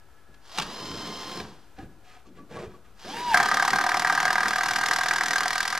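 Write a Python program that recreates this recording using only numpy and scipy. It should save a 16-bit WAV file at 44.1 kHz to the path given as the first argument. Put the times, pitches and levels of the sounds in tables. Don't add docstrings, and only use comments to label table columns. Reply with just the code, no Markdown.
import sys
import numpy as np
from scipy import signal
from scipy.io import wavfile
from scipy.ndimage import uniform_filter1d

SR = 44100
rng = np.random.default_rng(int(sys.argv[2]) if len(sys.argv) > 2 else 0)


def convert_level_to_amplitude(level_db):
    exponent = np.asarray(level_db, float) / 20
    return 10 ** exponent


def dump_mix(stems):
    frames = np.atleast_2d(stems).T
    limited = np.clip(frames, -1, 1)
    pcm = np.round(limited * 32767).astype(np.int16)
    wavfile.write(sys.argv[1], SR, pcm)


N = 255383


def evened(x):
    return x / np.sqrt(np.mean(x ** 2) + 1e-20)


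def read(points, hz):
    f, value = np.transpose(points)
    return np.interp(np.log(hz + 1), np.log(f + 1), value)


def played(rows):
    s, *columns = np.transpose(rows)
    return [np.interp(np.arange(N) / SR, s, c) for c in columns]


def coloured(x, points):
    gain_db = np.maximum(read(points, abs(np.fft.fftfreq(4096, 1 / SR))), -90)
    log_gain = np.log(convert_level_to_amplitude(gain_db))
    taps = np.fft.ifft(np.exp(np.conj(signal.hilbert(log_gain)))).real[:2048]
    return signal.oaconvolve(x, taps)[:len(x)]


def ringing(x, modes):
    out = np.zeros(N)
    for (hz, width, db), drive in zip(modes, np.broadcast_to(x, (len(modes), N))):
        pole = np.exp(-np.pi * width / SR + 2j * np.pi * hz / SR)
        ring = signal.lfilter([1, -1], [1, -pole], drive).imag
        out += convert_level_to_amplitude(db) * (1 - abs(pole)) * ring * SR / (2 * np.pi * hz)
    return out


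def wander(hz):
    return evened(signal.lfilter(*signal.butter(2, hz, fs=SR), rng.standard_normal(N)))


def grit(per_s, spread_db):
    size = convert_level_to_amplitude(spread_db * np.minimum(rng.exponential(1, N), 5)) * rng.choice([-1, 1], N)
    return size * (rng.random(N) < per_s / SR)


def swell(start, length):
    return np.sin(np.pi * np.clip((np.arange(N) / SR - start) / length, 0, 1))


# frequency in Hz, level in dB.
APART = [(20, -49), (50, -5), (120, -87), (500, -44), (2000, -9.5), (8000, -4), (14000, 0)]


def pair(a, b):
    side = np.fft.irfft(np.fft.rfft(b) * convert_level_to_amplitude(read(APART, np.fft.rfftfreq(len(b), 1 / SR))), len(b))
    return np.array([a + side, a - side])


# frequency in Hz, level in dB per Hz.
AIR = [(53, -2), (90, -12), (454, -12), (642, -14), (796, -13), (1170, -18.5), (1280, -15.5), (1490, -14.5),
       (1660, -23.5), (2340, -23.5), (10200, -34), (14700, -36), (15700, -55)]
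# frequency in Hz, width in Hz, level in dB.
HUM = [(1315, 14, 0), (1690, 30, 0)]


def air():
    a, b = (evened(coloured(z, AIR)) for z in rng.standard_normal((2, N)))
    fading = convert_level_to_amplitude(-6 - 4 * np.arange(N) / SR)
    hum = fading * evened(ringing(rng.standard_normal(N), HUM))
    return convert_level_to_amplitude(-59.5 + 1. * wander(3)) * (pair(a, b) + hum)


# time in seconds, level in dB.
SURGES = [(.32, -71), (.64, -54), (.93, -56), (1.42, -57), (1.839, -48), (2.69, -51), (3.32, -53),
          (3.79, -64), (4.79, -64)]


def grip():
    colour = [(12, -7), (30, 17.5), (70, 25.0), (110, 20.0), (170, -28.0)]  # Hz, dB per Hz
    a, b = (evened(coloured(z, colour)) for z in rng.standard_normal((2, N)))
    t, surge_s = np.arange(N) / SR, 0.055
    surges = sum(convert_level_to_amplitude(db) * np.exp(-((t - s) / surge_s) ** 2) for s, db in SURGES)
    return (convert_level_to_amplitude(-65.5) + surges) * pair(a, b)


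# time in seconds, hold in seconds, fall in dB per second, level in dB.
BUMPS = [
    (0.272, 0.035, 200, -56.5),
    (0.788, 0.26, 47, -40),
    (1.345, 0.042, 158, -40),
    (1.779, 0.066, 261, -41),
    (2.25, 0.082, 200, -50.5),
    (2.359, 0.053, 200, -48.5),
    (2.5, 0.08, 97, -40.5),
    (3.055, 0.069, 64, -43),
]
# start in seconds, length in seconds, then high wood, bracket and scrape levels in dB.
SLIDES = [(1.753, 0.11, -80, -52.5, -67), (2.032, 0.18, -63, -56, -57), (2.245, 0.059, -81, -72, -59.5),
          (2.345, 0.073, -76, -57.5, -70), (2.492, 0.19, -28.5, -49, -67), (2.66, .13, -59, -62, -63),
          (2.84, 0.044, -70, -60, -68.5), (2.945, 0.067, -73, -66, -66)]
# frequency in Hz, width in Hz, level in dB.
WOOD = [(153.4, 53, -7.5), (213.3, 42, -0.5), (289.3, 84, 0), (363, 51, 0), (442, 60, -3.5),
        (526, 110, -21.5)]
BRACKET = [(734, 22, 0), (990, 60, -6), (1260, 30, -1), (1508, 50, -5), (1650, 50, -3), (1950, 60, -6),
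           (2355, 100, -9), (1100, 1200, -13)]
EDGE = [(3350, 120, 0), (4400, 120, 0), (5300, 150, -3), (6400, 120, -1), (7200, 200, -5)]


def drag():
    t = np.arange(N) / SR
    low = sum(np.clip((t - s) / 0.004, 0, 1) * convert_level_to_amplitude(db - fall * np.maximum(t - s - hold, 0))
              for s, hold, fall, db in BUMPS)
    high, metal, dry = sum(abs(swell(s, length)) ** 0.74 * convert_level_to_amplitude(np.array(db))[:, None]
                           for s, length, *db in SLIDES)
    slips = grit(730, 1.0)
    low_wood = signal.lfilter(*signal.butter(2, 420, fs=SR), ringing(slips, WOOD[:3]))
    high_wood = ringing(slips, WOOD[3:])
    wood = low * convert_level_to_amplitude(-1.5) * evened(low_wood) + high * convert_level_to_amplitude(-7.5) * evened(high_wood)
    bracket = metal * convert_level_to_amplitude(0.7) * evened(ringing(grit(2400, 0.77), BRACKET))
    scrape_colour = [(1200, -30), (2500, 0), (6000, -9), (9000, -24), (15500, -45)]  # Hz, dB per Hz
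    scrape = evened(coloured(grit(5000, 2.5), scrape_colour))
    scrape = scrape + convert_level_to_amplitude(-3) * evened(ringing(grit(1500, 3.0), EDGE))
    dull = signal.butter(2, 8000, fs=SR)
    return signal.lfilter(*dull, wood + bracket) + dry * convert_level_to_amplitude(-7.0) * scrape


# frequency in Hz, seconds to fall by 60 dB.
ROOM = [(100, 0.56), (1000, 0.55), (4000, 0.067), (12000, 0.029)]


def room(x):
    taps = np.zeros((2, SR // 2))
    at = np.arange(40, SR // 2 - 20, 20) + rng.integers(0, 20, (2, (SR // 2 - 41) // 20))
    np.put_along_axis(taps, at, rng.choice([-1., 1.], at.shape), 1)
    hz, t, z = signal.stft(taps, SR, nperseg=256)
    dying = convert_level_to_amplitude(-60 * t / read(ROOM, hz)[:, None])
    tail = signal.istft(z * dying, SR, nperseg=256)[1]
    return signal.fftconvolve(x[None], pair(*tail) / np.linalg.norm(tail[0]), axes=1)[:, :N]


# start in seconds, stop in seconds, level in dB.
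SWITCH = [
    (.33, .57, -79),
    (2.97, 3.04, -79),
]


def switch():
    level = sum(convert_level_to_amplitude(db) * np.sqrt(abs(swell(s, stop - s))) for s, stop, db in SWITCH)
    return level * np.sin(2 * np.pi * 8800 * np.arange(N) / SR)


# frequency in Hz, width in Hz, level in dB.
RAIL = [(736, 41.2, -6.5), (814, 240, 2), (801, 27, -16), (977.4, 65.4, -2), (1084, 81, -6),
        (1219, 51.6, -4.5), (1334, 35, -12), (1512, 132, 0.5), (1594, 85, 4), (1727, 130, 2),
        (1927, 71, -3), (2070, 77, -6.5), (2285, 160, -1.5), (3190, 87, -67)]


def hits(rows, colour, crack_db, rail_db, rise_s, fall_s, thud_db, brighten_db):
    even_s = 4.02
    t, out, crack = np.arange(4000) / SR, np.zeros(N + 4000), np.zeros((2, N + 4000))
    modes = np.array(RAIL + [(hz, 1.14 * width, db + thud_db) for hz, width, db in WOOD])
    hz, width, db = modes.T[:, :, None]
    burst = .85 * np.exp(-(t / fall_s) ** 2) + .15 * np.exp(-t / (2.5 * fall_s))
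    burst = (1 - np.exp(-t / 0.0005)) * burst
    growth = (1 - np.exp(-t / rise_s)) ** 2 * np.exp(-np.pi * width * t)
    octaves = np.log2(np.maximum(hz, 700) / 1400)
    for s, peak_db, ring_db in rows:
        at = round(s * SR)
        z, chance = rng.standard_normal((3, 4000)), rng.standard_normal((3, len(modes), 1))
        chatter = convert_level_to_amplitude(0.98 * evened(uniform_filter1d(z[2], 40))) * burst
        crack[:, at:at + 4000] += convert_level_to_amplitude(peak_db + crack_db) * z[:2] * chatter
        struck_hz = hz * (1 + .004 * chance[1])
        struck_db = db + 3.5 * chance[0] + brighten_db * (s - even_s) * octaves
        tones = convert_level_to_amplitude(struck_db) * growth * np.sin(2 * np.pi * struck_hz * t + 9 * chance[2])
        out[at:at + 4000] += convert_level_to_amplitude(ring_db + rail_db) * tones.sum(0)
    loudness = np.linalg.norm(coloured(np.arange(4096) == 0, colour))
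    ahead, sideways = (coloured(c[:N], colour) / loudness for c in crack)
    return np.array([out[:N] + ahead, sideways])


# time in seconds, peak in dB, rail ring in dB.
CLACKS = [(0.3421, -40.5, -56), (0.5753, -19, -26), (0.5841, -6, -26), (0.5974, -12, -25),
          (0.6142, -19, -21), (0.621, -14, -45), (0.6304, -21.5, -46), (1.372, -25.5, -21.5),
          (1.399, -23, -17), (1.445, -40, -25.5), (1.7866, -37, -29), (2.3994, -63, -54), (2.974, -53, -53),
          (2.9942, -35.5, -57), (3.045, -48, -28)]
# frequency in Hz, level in dB per Hz.
CLUNK = [(88, -50), (150, 2), (519, -9), (781, 7), (912, 3), (985, 3.5), (2060, -5), (2360, 3.5),
         (4840, -1.5), (15500, -26)]


def clacks():
    return hits(CLACKS, CLUNK, crack_db=-12.0, rail_db=-8.0, rise_s=0.0046, fall_s=0.0063,
                thud_db=2.6, brighten_db=0)


# time in seconds, gear tooth rate (mesh) in Hz, drive in dB, bite of the gears in dB.
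PULLS = [
    [(.39, 250.2, -80, -8), (.45, 350.1, -57.5, -23), (.58, 780, -41, 1.5), (.66, 950, -46, -28),
     (.72, 1008, -43.5, -9), (.85, 1041, -42.5, -49), (1.38, 1053, -43, -9), (1.45, 963, -51.5, -12),
     (1.72, 535, -73.5, -3)],
    [(2.96, 301, -73, 1), (2.99, 319, -56.5, -6), (3.045, 484, -47.5, -3), (3.08, 723.6, -44, 4),
     (3.118, 824, -40.5, -13), (3.156, 926, -44, 5), (3.228, 987, -43.5, 14), (3.3, 950, -41.5, 19),
     (3.335, 860, -41.5, 19)],
    [(3.37, 822, -38, -19), (3.6, 795, -39, -34), (3.9, 893, -42, -28), (4.15, 941.5, -41, -14),
     (5.79, 977, -41.5, -66)],
]
# multiple of the tooth rate, level in dB.
WHINE = [(.667, -7), (1, 0), (2, -8), (3, -1), (3.6, -6), (3.9, -3), (4, -2), (4.9, -8), (5, -1),
         (5.07, -9), (6, -11), (7, -14), (11, -23), (12, -29)]
# frequency in Hz, level in dB.
CASING = [(2200, 0), (2500, -6), (3000, 0), (3300, 0), (3700, -4), (4100, -3), (4500, -7), (5000, 0)]
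# tooth rate in Hz, level in dB.
OVERTONE_ONSET = [(550, -18), (880, 0)]


def gears():
    mesh_hz = uniform_filter1d(played(sum(PULLS, []))[0], size=900)
    turns = np.cumsum(mesh_hz * (1 + .0036 * wander(25))) / SR
    overtones = np.zeros(N)
    for k, db in WHINE:
        level_db = db + read(CASING, k * mesh_hz) + 3.5 * wander(40)
        overtones += convert_level_to_amplitude(level_db) * np.sin(2 * np.pi * k * turns)
    return turns, np.sqrt(2) * convert_level_to_amplitude(-7 + read(OVERTONE_ONSET, mesh_hz)) * overtones


# frequency in Hz, level in dB per Hz.
HISS = [(350, -19), (600, -10), (980, -2.5), (2540, -14), (3070, -6), (3520, -9), (5150, -9), (8750, -24.5),
        (11800, -28), (14000, -32), (15500, -46)]
# tooth rate in Hz, level in dB.
UNBALANCE = [(400, -14), (900, 0.5), (1035, -2)]
FIRST_BLOW_S = 3.3426


def motor(rows, turns, overtones):
    mesh_hz, drive_db, bite_db = played(rows)
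    t = np.arange(N) / SR
    start_s, stop_s = rows[0][0], rows[-1][0]
    on = np.interp(t, [start_s, start_s + 0.024, stop_s - .03, stop_s + 0.0048], [0, 1, 1, 0])
    hammering = np.clip((t - FIRST_BLOW_S) / 0.045 + 1, 0, 1)

    slow_db = read([(400, -25), (540, 0)], mesh_hz)
    loose_db = np.interp(bite_db, [0, 10], [3.5, .4])
    whine_db = drive_db + bite_db + slow_db + loose_db * wander(44)
    whine = convert_level_to_amplitude(whine_db) * np.sin(2 * np.pi * turns)

    shaft = (1 + .3 * np.cos(2 * np.pi * turns / 3)) * convert_level_to_amplitude(1.5 * wander(60))
    hiss, sideways = (convert_level_to_amplitude(drive_db + 1.5) * evened(coloured(shaft * z, HISS))
                      for z in rng.standard_normal((2, N)))

    slack_db = 1.5 * np.minimum(drive_db + 46, 0)
    load_db = -4 * np.clip((t - FIRST_BLOW_S) / 0.32, 0, 1)
    overtones = overtones * convert_level_to_amplitude(slack_db + .14 * np.clip(bite_db + 1, 0, 14) + load_db)

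    shake = grit(1500, 2.76) * convert_level_to_amplitude(2.5 * wander(5.5))
    wood = evened(ringing(shake, WOOD[:3])) + convert_level_to_amplitude(-3) * evened(ringing(shake, WOOD[3:]))
    clamp_db = hammering * -2.5 * (t - FIRST_BLOW_S)
    wood_db = -2.5 + read(UNBALANCE, mesh_hz) + clamp_db
    rail_db = -5 + 0.44 * bite_db + 12 * hammering
    rumble = convert_level_to_amplitude(wood_db) * wood + convert_level_to_amplitude(rail_db) * evened(ringing(shake, RAIL))
    return on * np.array([whine + convert_level_to_amplitude(drive_db) * (overtones + rumble) + hiss, sideways])


# start in seconds, length in seconds, frequency in Hz, level in dB.
PINGS = [(1.782, 0.047, 1690, -63), (1.781, 0.03, 775, -53.5), (1.997, 0.15, 738, -71),
         (2.072, .13, 1260, -66), (2.125, 0.089, 735, -64), (2.25, 0.027, 1144, -65),
         (2.37, 0.057, 1150, -60), (2.56, 0.033, 1128, -49.5), (2.734, 0.029, 1140, -59)]


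def pings():
    out = np.zeros(N)
    for s, length_s, hz, db in PINGS:
        t = np.arange(round(length_s * SR)) / SR
        tone = np.sin(np.pi * t / length_s) * np.sin(2 * np.pi * hz * t)
        out[round(s * SR):][:len(t)] += convert_level_to_amplitude(db + 9.0) * tone
    return out * convert_level_to_amplitude(2.4 * wander(43))


# time in seconds, crack in dB, rail ring in dB.
STRENGTH = [(3.343, -12.5, -7.5), (3.372, -13, -9), (3.41, -17.5, -15.5), (3.49, -17, -15.5),
            (3.56, -18.5, -14.5), (4.4, -20, -17), (4.75, -17, -17), (5.79, -18, -21)]


def blows():
    count, jitter_s, spread_db, lug_db = 96, .0005, 1.6, 1.3
    k, chance = np.arange(count), rng.standard_normal((count, 3))
    gaps = .0258705 + .0030689 * np.exp(-k / 13.03) - 1.5065e-5 * k
    s = FIRST_BLOW_S + np.cumsum(gaps) - gaps + jitter_s * chance[:, 0] * (k > 0)
    at, *levels = np.transpose(STRENGTH)
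    crack_db, ring_db = (np.interp(s, at, v) for v in levels)
    crack_db = crack_db + spread_db * chance[:, 1]
    ring_db = ring_db + spread_db * chance[:, 2] + lug_db * (-1) ** k
    return np.transpose([s, crack_db, ring_db])


# frequency in Hz, level in dB per Hz.
CRACK = [(300, -24), (620, -16), (750, -6), (1900, -2.5), (2700, -6), (5200, -1), (8500, -12), (11500, -15),
         (15500, -31)]


def hammer(struck):
    chance = abs(rng.standard_normal((len(struck) - 1, 3)))
    rebounds = struck[:-1] + [.015, -17, -9] - [-.002, 4, 4] * chance
    return hits(np.vstack([struck, rebounds]), CRACK, crack_db=-8.0, rail_db=1.36, rise_s=0.0016,
                fall_s=0.0079, thud_db=-27.5, brighten_db=2)


# frequency in Hz, fall in seconds, level in dB.
THUMP = [(42.97, 0.024, -72), (84, 0.014, -57), (153, 0.014, -52.5), (233, 0.033, -63.5)]


def thumps(times):
    t, train = np.arange(6000) / SR, np.zeros(N)
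    train[np.round(times * SR).astype(int)] = 1
    push = sum(convert_level_to_amplitude(db) * np.exp(-t / fall_s) * np.sin(2 * np.pi * hz * t) for hz, fall_s, db in THUMP)
    return signal.oaconvolve(train, push)[:N]


def scene():
    spin = gears()
    struck = blows()
    tool = motor(PULLS[0], *spin) + motor(PULLS[1] + PULLS[2], *spin)
    tool += hammer(struck) + clacks()
    tool += [drag() + pings() + switch(), np.zeros(N)]
    no_bass = signal.butter(4, 95, "high", fs=SR, output="sos")
    ahead, sideways = signal.sosfilt(no_bass, tool)
    unlike = pair(0, sideways)
    direct = convert_level_to_amplitude(-0.5) * np.array([np.roll(ahead, 1), ahead])
    direct += convert_level_to_amplitude(-3.5) * np.array([unlike[0], np.roll(unlike[1], shift=60)])
    return direct + convert_level_to_amplitude(-15) * room(ahead) + air() + grip() + thumps(struck[:, 0])


def top_cut(x):
    return signal.sosfilt(signal.butter(12, 15810, fs=SR, output="sos"), x)


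OFFSET = [
    [0.004],
    [0.0016],
]


def record(dry):
    overloaded = 0.71 * np.tanh(dry / 0.73)
    edge = signal.firwin(301, 15300, window=("kaiser", 8), fs=SR)
    mix = signal.oaconvolve(overloaded, edge[None], "same") + OFFSET
    return top_cut(mix)


dry = scene()
out = record(dry)
dump_mix(out)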